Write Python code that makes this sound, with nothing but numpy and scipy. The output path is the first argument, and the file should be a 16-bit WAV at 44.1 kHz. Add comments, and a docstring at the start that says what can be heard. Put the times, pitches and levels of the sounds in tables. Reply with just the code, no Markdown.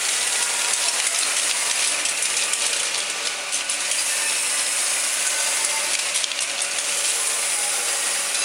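"""Glass bottles clink, knock and hiss along a filling line, over the hum and roar of a factory hall.
Each bump makes the glass ring briefly; further bottles also shake a steel turntable, and at the end
a guide rail buzzes. When the queue presses on the guides, the rubbing glass gives spells of bright
hiss and faint squeals that sink in pitch as the queue grows. Drives hum behind it all,
and the hall echoes the hits."""
import sys
import numpy as np
from scipy import signal
from scipy.fft import rfft, irfft, next_fast_len
from scipy.io import wavfile
from scipy.ndimage import uniform_filter1d

SR = 44100
rng = np.random.default_rng(int(sys.argv[2]) if len(sys.argv) > 2 else 0)


def unload_audio(sound):
    """Save the sound as a 16-bit wav file, at the path given as the first command line argument."""
    columns = np.transpose(np.atleast_2d(sound))
    # keep every value between -1 and 1, then stretch to whole-number steps
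    steps = np.round(np.clip(columns, -1, 1) * 32767)
    wavfile.write(sys.argv[1], SR, steps.astype(np.int16))


N = 372204
TIME = np.arange(N) / SR

# tone colour of a hard clack of glass on glass: f/Hz, level/dB
CLACK_SPECTRUM = [(200, -55), (900, -21), (1900, -12), (2700, -1.5), (4200, -2), (6500, -5.5), (9000, -14),
                  (16000, -40)]
# tone colour of a thin, bright clink: f/Hz, level/dB
CLINK_SPECTRUM = [(1000, -58), (3500, -15), (5500, 0), (7500, 7), (9800, 10.5), (16000, -10)]


def amp(db):
    """Turns decibels into a factor to multiply a sound by."""
    return 10 ** (np.asarray(db) / 20)


def unit(x):
    """Scales a signal to an average power of 1."""
    return x / np.sqrt(np.mean(x ** 2) + 1e-20)


def at_hz(points, hz):
    """Reads a spectrum's level between its points, with every octave equally wide."""
    f, db = np.transpose(points)
    return np.interp(np.log(hz + 1), np.log(f + 1), db)


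def level_curve(points):
    """Joins (time, level) points with straight lines, giving a level for every sample."""
    times, db = np.transpose(points)
    return np.interp(TIME, times, db)


def colour(x, points):
    """Makes each frequency of a sound louder or softer, as the given spectrum says."""
    hz = np.fft.rfftfreq(len(x), 1 / SR)
    return irfft(rfft(x) * amp(at_hz(points, hz)), len(x))


def drift(size, rate_hz, per_s=SR):
    """A smooth random wobble of power 1; a higher rate makes it move faster."""
    padded = next_fast_len(size)
    f = np.fft.rfftfreq(padded, 1 / per_s)
    keep_slow = np.exp(-(f / rate_hz) ** 2) * (f > 0)
    return unit(irfft(rfft(rng.standard_normal(padded)) * keep_slow, padded)[:size])


def rough_tone(phase, width_hz):
    """A narrow band of noise around a tone: the wider, the more it hisses."""
    sine_part = drift(len(phase), width_hz) * np.sin(phase)
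    cosine_part = drift(len(phase), width_hz) * np.cos(phase)
    return unit(sine_part + cosine_part)


def add(mix, s, sound):
    """Adds a sound at s seconds, cut to fit the mix."""
    start = round(s * SR)
    sound = sound[max(-start, 0):]
    part = mix[max(start, 0):][:len(sound)]
    part += sound[:len(part)]


def shaped_noise(spectrum_db, size=4096):
    """Noise of steady power whose tone colour follows spectrum_db(hz, t)."""
    frames = dict(fs=SR, nperseg=size, noverlap=size * 3 // 4)
    hz, t, noise = signal.stft(rng.standard_normal(N), **frames)
    gain = amp(spectrum_db(hz, t))
    gain = gain / np.sqrt(np.mean(gain ** 2, axis=0))
    return signal.istft(noise * gain, **frames)[1][:N]


def ripple(hz, t, sink, width_hz, change_hz):
    """Random peaks in a spectrum that come and go, losing the share `sink` of their pitch a second."""
    grid_hz = np.arange(0, SR, 5.)
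    place = hz[:, None] * np.exp(sink * (t - t.mean()))
    weights = np.array([drift(len(t), change_hz, 1 / t[1]) for _ in range(4)])
    weights = weights / np.linalg.norm(weights, axis=0)
    patterns = [drift(len(grid_hz), 1 / width_hz, 1 / grid_hz[1]) for _ in weights]
    return sum(w * np.interp(place, grid_hz, pattern) for w, pattern in zip(weights, patterns))


def ring(points, t60, peaks_db, spacing_hz=170, size=8192):
    """A struck object rings with many random tones, all fading by 60 dB in t60 seconds."""
    t, hz = np.arange(size) / SR, np.fft.rfftfreq(size, 1 / SR)
    strengths = amp(at_hz(points, hz) + peaks_db * drift(len(hz), 1 / spacing_hz, 1 / hz[1]))
    tones = irfft(strengths * np.exp(2j * np.pi * rng.random(len(hz))), size)
    decay = amp(-60 * t / t60)
    # the glass touches several times before it parts
    chatter = amp(2.0 * drift(size, 600)) * (1 - np.exp(-t / .0002))
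    sound = tones * chatter * decay
    return sound * np.linalg.norm(decay) / np.linalg.norm(sound)


def random_taps(per_s, spread_db):
    """Single pushes at random moments, most of them light and a few harder."""
    strength = amp(spread_db * np.minimum(rng.exponential(1, N), 2))
    return strength * (rng.random(N) < per_s / SR)


def hall_roar():
    """Distant machines roar; standing waves in the room lift some pitches and weaken others."""
    # tone colour of the machines: f/Hz, level/dB
    machine_spectrum = [(20, -43), (55, -30), (82, -28), (150, -19), (200, -12.5), (250, -13), (300, -10.5),
                        (560, -2.5), (750, -2.5), (1900, -1), (2450, 0.5), (3300, -2), (6000, -4),
                        (10000, -7.5), (16000, -11.5)]
    # loudness of the roar: t/s, level/dB
    roar_levels = [(0, -31), (.6, -28.5), (2.4, -30), (4.3, -30), (5.6, -29), (6.4, -30), (8.44, -28.5)]

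    def spectrum_db(hz, t):
        standing_waves = 2.0 * ripple(hz, t, sink=0, width_hz=50, change_hz=1.2)
        return at_hz(machine_spectrum, hz)[:, None] + standing_waves
    return amp(level_curve(roar_levels) + 0.98 * drift(N, 20)) * shaped_noise(spectrum_db)


def hall_echo(x, t60=0.42):
    """The hall throws a sound back as a smooth, fading wash."""
    t = np.arange(SR // 2) / SR
    tail = rng.standard_normal(len(t)) * amp(-60 * t / t60) * (t > .006)
    return signal.fftconvolve(x, tail / np.linalg.norm(tail))[:N]


def whine(hz, overtones):
    """A turning part sounds at multiples of one wavering pitch, each blurred by the hall."""
    phase = 2 * np.pi * np.cumsum(hz * (1 + 0.0012 * drift(N, 6.1))) / SR
    return unit(sum(amp(db) * (np.sin(k * phase) + .7 * rough_tone(k * phase, 14))
                    for k, db in overtones))


def drives(gear_hz=294.4, motor_hz=148.8, conveyor_hz=562.6):
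    """A gear and a motor whine, and the conveyor hums with a little rumble of its frame."""
    # tones of the gear and of the motor: multiple of the base pitch, level/dB
    gear_tones = [(1, -10.5), (2, -1.5), (4, 0), (5, 1.5)]
    motor_tones = [(4, -2), (6, 2.5), (7, -6), (8, -7), (14, 3.5)]
    # loudness of the gear, the motor and the conveyor: t/s, level/dB
    gear_levels = [(0, -50), (2.4, -44), (3.3, -41), (4.2, -45.5)]
    motor_levels = [(3.6, -63), (4.1, -42), (4.9, -55), (5.45, -39), (5.8, -36), (6.1, -48), (6.4, -68)]
    conveyor_levels = [(0, -61), (1.8, -51), (3.7, -50.5), (4.3, -54), (5.4, -44), (5.9, -42.5),
                       (6.35, -49), (7.8, -45.5), (8.44, -49)]
    phase = 2 * np.pi * np.cumsum(conveyor_hz * (1 + 0.002 * drift(N, 7.0))) / SR
    hum = unit(np.sin(phase) * amp(2.5 * drift(N, 3.2)))
    rumble = amp(-7) * rough_tone(phase, width_hz=30)
    gear = amp(level_curve(gear_levels)) * whine(gear_hz, gear_tones)
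    motor = amp(level_curve(motor_levels)) * whine(motor_hz, motor_tones)
    return gear + motor + amp(level_curve(conveyor_levels)) * (hum + rumble)


def jostling(taps_per_s=75, pairs=36, turntable_db=-14.5):
    """Further bottles tap each other; each pair has its own ring and shakes its spot of the turntable."""
    # tone colour of the steel turntable: f/Hz, level/dB
    turntable_spectrum = [(70, -36), (170, -9.5), (380, -2), (700, 5.5), (1500, -4.5), (3000, -26)]
    # how hard the bottles jostle: t/s, relative level/dB
    jostle_levels = [(0, -31), (.95, -33), (2.6, -31.5), (3.2, -40.5), (3.7, -35.5), (6.2, -34.5),
                     (8.44, -40.5)]
    glass, steel = np.zeros(N), np.zeros(N)
    for _ in range(pairs):
        t60 = rng.uniform(0.026, 0.11)
        clack = ring(CLACK_SPECTRUM, t60, peaks_db=5) * rng.uniform(0.37, 1)
        clink = ring(CLINK_SPECTRUM, 2 * t60, peaks_db=5) * rng.uniform(0.27, 0.7)
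        taps = random_taps(taps_per_s / pairs, spread_db=3.5)
        thud = ring(turntable_spectrum, t60=0.25, peaks_db=6, spacing_hz=38.4)
        glass += signal.oaconvolve(taps, clack + clink)[:N]
        steel += signal.oaconvolve(taps, thud)[:N]
    return amp(level_curve(jostle_levels) + 2.5) * (unit(glass) + amp(turntable_db) * unit(steel))


def rattling(taps_per_tone_per_s=110, t60=0.039):
    """Packed bottles chatter: countless tiny touches all ring the same few tones."""
    # the tones they ring with: f/Hz, level/dB
    glass_tones = [(2230, -6), (2410, -1), (2570, -3), (2730, -4), (2900, -4.5)]
    # loudness of the chatter: t/s, level/dB
    rattle_levels = [(0, -37), (1.3, -38.5), (2.4, -34), (3.3, -38), (4.1, -36.5), (8.44, -39)]
    t, out = np.arange(SR // 10) / SR, np.zeros(N)
    for hz, db in glass_tones:
        taps = random_taps(taps_per_tone_per_s, spread_db=4) * rng.choice([-1, 1], N)
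        tone = amp(db - 60 * t / t60) * np.sin(2 * np.pi * hz * t)
        out += signal.oaconvolve(taps, tone)[:N]
    return amp(level_curve(rattle_levels)) * unit(out)


def squeals(width_at_1khz=15):
    """Glass rubbing on the guides sings one sinking note: a rough whine if low, a thin hiss if high."""
    # the squeals: start/s, end/s, middle f/Hz, level/dB, share of the pitch lost each second
    notes = [(0, 1.15, 960, -41, 0.016), (0.052, 0.88, 1118, -51, 0.022), (0.249, .8, 1421, -40, 0.025),
             (0.953, 1.45, 1300, -43, 0.028), (0.503, 1.45, 680, -47, 0.0197), (1.451, 1.97, 965, -42, .02),
             (1.45, 2, 1144, -44, 0.041), (1.53, 1.663, 2110, -36, .02), (1.33, 1.8, 8850, -36, .04),
             (4.05, 4.35, 1795, -39, 0.02), (3.954, 4.6, 2600, -37.5, 0.059),
             (4.004, 5.2, 8530, -36, 0.023), (4.473, 4.76, 1960, -38, .11), (3.95, 5.3, 5220, -40, 0.094),
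             (5.1, 6.05, 4800, -39.5, .025), (5.04, 5.657, 1515, -37.5, 0.0253),
             (5.3, 6.0, 9860, -41, 0.0053), (5.67, 5.85, 2097, -37, 0.022), (6.9, 8.1, 9700, -33, .035),
             (7.15, 7.5, 1040, -45, 0.018), (7.2, 8.5, 4900, -43, .06), (7.45, 8.204, 810, -42.5, .089),
             (7.55, 8.157, 485, -47, 0.075), (7.8, 8.322, 1900, -40.5, .021)]
    out = np.zeros(N)
    for start, end, hz, db, sink in notes:
        t = np.arange(0, end - start, 1 / SR)
        phase = 2 * np.pi * np.cumsum(hz * (1 - sink * (t - t.mean()))) / SR
        width_hz = width_at_1khz * (hz / 1000) ** 1.2
        fade = signal.windows.tukey(len(t), .6)
        add(out, start, amp(db) * rough_tone(phase, width_hz) * fade)
    return out


def queue_pressure(t, release_s=0.59, dulling_db_per_octave=5):
    """Gives the hiss's level and brightness: both rise as the queue presses and fall as it lets go."""
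    # spells of pressing: full from/s, until/s, build-up/s, level/dB, brightness/(dB per octave)
    spells = [(0, 1.74, .3, -24.5, 1.6), (2.2, 2.57, 0.47, -27.5, 1.7), (4.0, 5.72, 0.27, -23, 3.5),
              (7.08, 8.15, 0.58, -23, 5)]
    pressure = np.array([np.minimum(1 + (t - start) / rise_s, 1 - (t - end) / release_s)
                         for start, end, rise_s, _, _ in spells]).clip(0, 1)
    *_, db, brightness = np.transpose(spells)
    gain = pressure * amp(db)[:, None]
    level_db = 20 * np.log10(gain.max(0) + 1e-4)  # the strongest spell leads
    dulling = dulling_db_per_octave * (1 - pressure.max(0))
    return level_db, brightness[gain.argmax(0)] - dulling


def sliding():
    """Many bottles rub on steel with a grainy hiss, whose peaks sink in pitch as the queue grows."""
    # tone colour of sliding glass: f/Hz, level/dB
    hiss_spectrum = [(100, -57), (300, -11), (520, -9), (1000, -8.5), (1550, -5.5), (2000, 2), (2600, -3),
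                     (3600, -7), (4600, -7.5), (7000, -2), (8600, -1), (9900, 0.5), (16000, -9.5)]

    def spectrum_db(hz, t):
        _, brightness = queue_pressure(t)
        tilt = brightness * np.log2(hz[:, None] / 5000 + 0.064)
        depth_db = at_hz([(2000, 4), (6000, 3.1)], hz)[:, None]
        narrow_peaks = depth_db * ripple(hz, t, sink=.02, width_hz=45, change_hz=2.2)
        broad_peaks = 1.1 * ripple(hz, t, sink=.04, width_hz=240, change_hz=.9)
        return at_hz(hiss_spectrum, hz)[:, None] + tilt + narrow_peaks + broad_peaks
    level_db, _ = queue_pressure(TIME)
    grain_db = drift(N, 280) + .5 * drift(N, 25)
    return amp(level_db + grain_db) * shaped_noise(spectrum_db)


def rail_buzz(t60=0.36, width_hz=22):
    """Bottles run into a steel guide rail, which buzzes on."""
    # tones of the rail: f/Hz, level/dB
    rail_tones = [(2660, -1), (4000, 1), (4830, 1), (5170, -2), (5980, 0), (6450, 4), (8260, 2), (9990, 7)]
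    # blows on the rail: t/s, level/dB
    blows = [(8.346, -27), (8.388, -24.5), (8.419, -23.5)]
    t, out = np.arange(SR // 2) / SR, np.zeros(N)
    for s, blow_db in blows:
        buzz = unit(sum(amp(db) * rough_tone(2 * np.pi * hz * t, width_hz) for hz, db in rail_tones))
        add(out, s, amp(blow_db - 60 * t / t60) * buzz)
    return out


def scrapes(grit_db=3.0, rise_s=0.0055):
    """A near bottle is dragged past its neighbours in a short gritty burst."""
    # the scrapes: t/s, length/s, bright level/dB, dull level/dB
    bursts = [(0.819, 0.074, -31, -26), (1.376, .05, -24.5, -27), (1.836, 0.051, -23, -23),
              (3.519, 0.089, -26, -31), (3.713, 0.063, -27, -33), (6.159, 0.074, -26, -27),
              (6.904, .05, -29, -32), (7.002, 0.032, -33.5, -31), (7.042, 0.11, -25.5, -29)]
    out = np.zeros(N)
    for s, length, bright_db, dull_db in bursts:
        size = round(length * SR)
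        t = np.arange(size) / SR
        bright = amp(bright_db) * unit(colour(rng.standard_normal(size), CLINK_SPECTRUM))
        dull = amp(dull_db) * unit(colour(rng.standard_normal(size), CLACK_SPECTRUM))
        swell = np.minimum(np.minimum(t / rise_s, 1), 2 * (1 - t / length))
        grit = unit(amp(grit_db * drift(size, 370)))
        add(out, s, (bright + dull) * swell * grit)
    return out


def pings(t60=0.12):
    """A bottle springs clear of its neighbours and rings on with one high tone."""
    # the pings: t/s, level/dB, f/Hz
    notes = [(.23, -26, 4100), (1.233, -23, 4220), (3.543, -23, 6230), (3.984, -21.5, 4850)]
    t, out = np.arange(SR // 2) / SR, np.zeros(N)
    for s, db, hz in notes:
        add(out, s, amp(db - 60 * t / t60) * np.sin(2 * np.pi * hz * t))
    return out


def knocks(contact_t60=0.018, clink_db=-11, ring_db=-3.5, low_cut_hz=560):
    """A short hard knock sets all the tones of one free bottle ringing at once."""
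    # the knocks: t/s, level/dB, f/Hz
    hits = [(0.618, -20, 2590), (0.646, -17.5, 2550), (.657, -20, 2620), (1.001, -12.5, 2890),
            (1.16, -17, 3960), (1.233, -18.5, 4100), (1.512, -17, 2570), (1.714, -17, 2140),
            (1.832, -19, 2410), (2.423, -16.5, 3700), (2.9455, -17, 4580), (2.955, -19, 4580),
            (2.96, -20, 4000), (3.003, -19.5, 3540), (3.272, -19, 4960), (3.6087, -21, 2720),
            (5.952, -13, 2350), (5.9913, -16, 2560), (6.2421, -12, 3250), (6.3165, -17, 3450),
            (6.39, -16, 2790), (6.58, -20.5, 3400), (6.591, -21, 2600), (6.6052, -18.5, 3570),
            (7.046, -19.5, 2410)]
    # tones of a bottle: multiple of its pitch, level/dB, ring time/s
    bottle_tones = [(1, -1.5, 0.049), (1.08, -6.5, 0.024), (1.29, -5.5, .036), (2.02, -5, 0.008)]
    t, out = np.arange(SR // 8) / SR, np.zeros(N)
    for s, db, hz in hits:
        clack = ring(CLACK_SPECTRUM, contact_t60, peaks_db=4.5)
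        clink = ring(CLINK_SPECTRUM, contact_t60, peaks_db=4.5)
        ringing = sum(amp(tone_db - 60 * t / t60) * np.sin(2 * np.pi * ratio * hz * t)
                      for ratio, tone_db, t60 in bottle_tones)
        add(out, s, amp(db) * (clack + amp(clink_db) * clink))
        add(out, s, amp(db + ring_db) * ringing)
    low_cut = signal.butter(2, low_cut_hz, "high", fs=SR, output="sos")  # the knocks carry no deep bass
    return signal.sosfilt(low_cut, out)


def clatters(t60=0.12, spread_s=0.0013):
    """A bump runs through a group of near bottles: a bright clink over the dull knock of their bodies."""
    # the bumps: t/s, clink level/dB, body level/dB
    bumps = [(0.084, -21, -20), (0.268, -20, -29.5), (0.424, -15, -20.5), (0.733, -13, -19.5),
             (0.882, -15, -16.5), (1.0668, -13, -18.5), (1.144, -25, -20.5), (1.186, -15, -25),
             (1.365, -21, -19.5), (1.709, -20, -18), (1.8213, -24, -21), (1.872, -14.5, -23),
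             (2.051, -16, -19), (2.086, -20, -22), (2.222, -15, -28.5), (2.252, -18, -18.5),
             (2.3666, -16.5, -18.5), (2.533, -13, -18.5), (2.663, -18, -20), (2.73, -19.5, -18.5),
             (2.763, -24, -27), (2.794, -21, -25), (2.829, -23, -26), (2.868, -33, -24),
             (2.976, -20.5, -28), (3.097, -23.5, -26), (3.249, -26, -24), (3.268, -24, -23),
             (3.54, -24, -31), (3.695, -16, -26), (3.804, -22, -25), (3.913, -15, -20),
             (5.2667, -15.5, -25), (5.646, -13, -22.5), (5.933, -18.5, -20.5), (5.992, -20, -23),
             (6.1446, -19, -23), (6.1581, -16, -21), (6.4044, -19.5, -34), (6.419, -20, -27),
             (6.616, -16.5, -36), (6.784, -19.5, -22), (6.9703, -21, -26), (7.098, -19, -22.5),
             (7.27, -17.5, -30), (8.345, -19.5, -20.5)]
    # tone colour of the bottle bodies: f/Hz, level/dB
    body_spectrum = [(200, -45), (900, -24.5), (2000, -8), (3100, -4.5), (4500, -7), (6000, -7),
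                     (9000, -19), (16000, -44)]
    out = np.zeros(N)
    for s, clink_db, body_db in bumps:
        clink = amp(clink_db) * ring(CLINK_SPECTRUM, t60, peaks_db=4.8)
        body = amp(body_db) * ring(body_spectrum, t60, peaks_db=4.8)
        t = np.arange(len(body)) / SR
        onset = 1 - np.exp(-t / spread_s)  # the bump takes a moment to reach the neighbours
        add(out, s, (clink + body) * onset)
    return out


def scene():
    """Adds up all the sources, alike on both channels."""
    hits = clatters() + scrapes() + pings() + jostling() + rail_buzz() + knocks()
    echo = amp(-8.5) * hall_echo(hits)
    mono = hits + echo + rattling() + sliding() + squeals() + hall_roar() + drives()
    return np.array([mono, mono])


def record(dry, threshold_db=-20.5, squeeze=0.81, recover_db_per_s=140, attack_s=0.0023, top_hz=15900):
    """Mutes the top treble; a quick volume control lets the first crack through, then turns down."""
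    # overall tone colour, with a deep dip near 11.8 kHz and muted treble above it: f/Hz, level/dB
    overall_spectrum = [(10000, 1), (10500, -2.5), (11000, -5.5), (11450, -14), (11760, -28), (12050, -19),
                        (12800, -11.5), (15700, -16)]
    heard = np.array([colour(channel, overall_spectrum) for channel in dry])
    power = uniform_filter1d(heard[0] ** 2, size=200, origin=99)
    power_db = 10 * np.log10(abs(power) + 1e-12)
    fall_db = TIME * recover_db_per_s
    peak_db = np.maximum.accumulate(power_db + fall_db) - fall_db  # jumps up at a peak, then sinks
    excess_db = np.maximum(peak_db - threshold_db, 0)
    lag = np.exp(-1 / (attack_s * SR))
    cut_db = squeeze * signal.lfilter([1 - lag], [1, -lag], excess_db)
    treble_cut = signal.firwin(511, top_hz, window=("kaiser", 9), fs=SR)
    return signal.oaconvolve(heard / amp(cut_db), treble_cut[None], "same")


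dry = scene()
out = record(dry)
unload_audio(out)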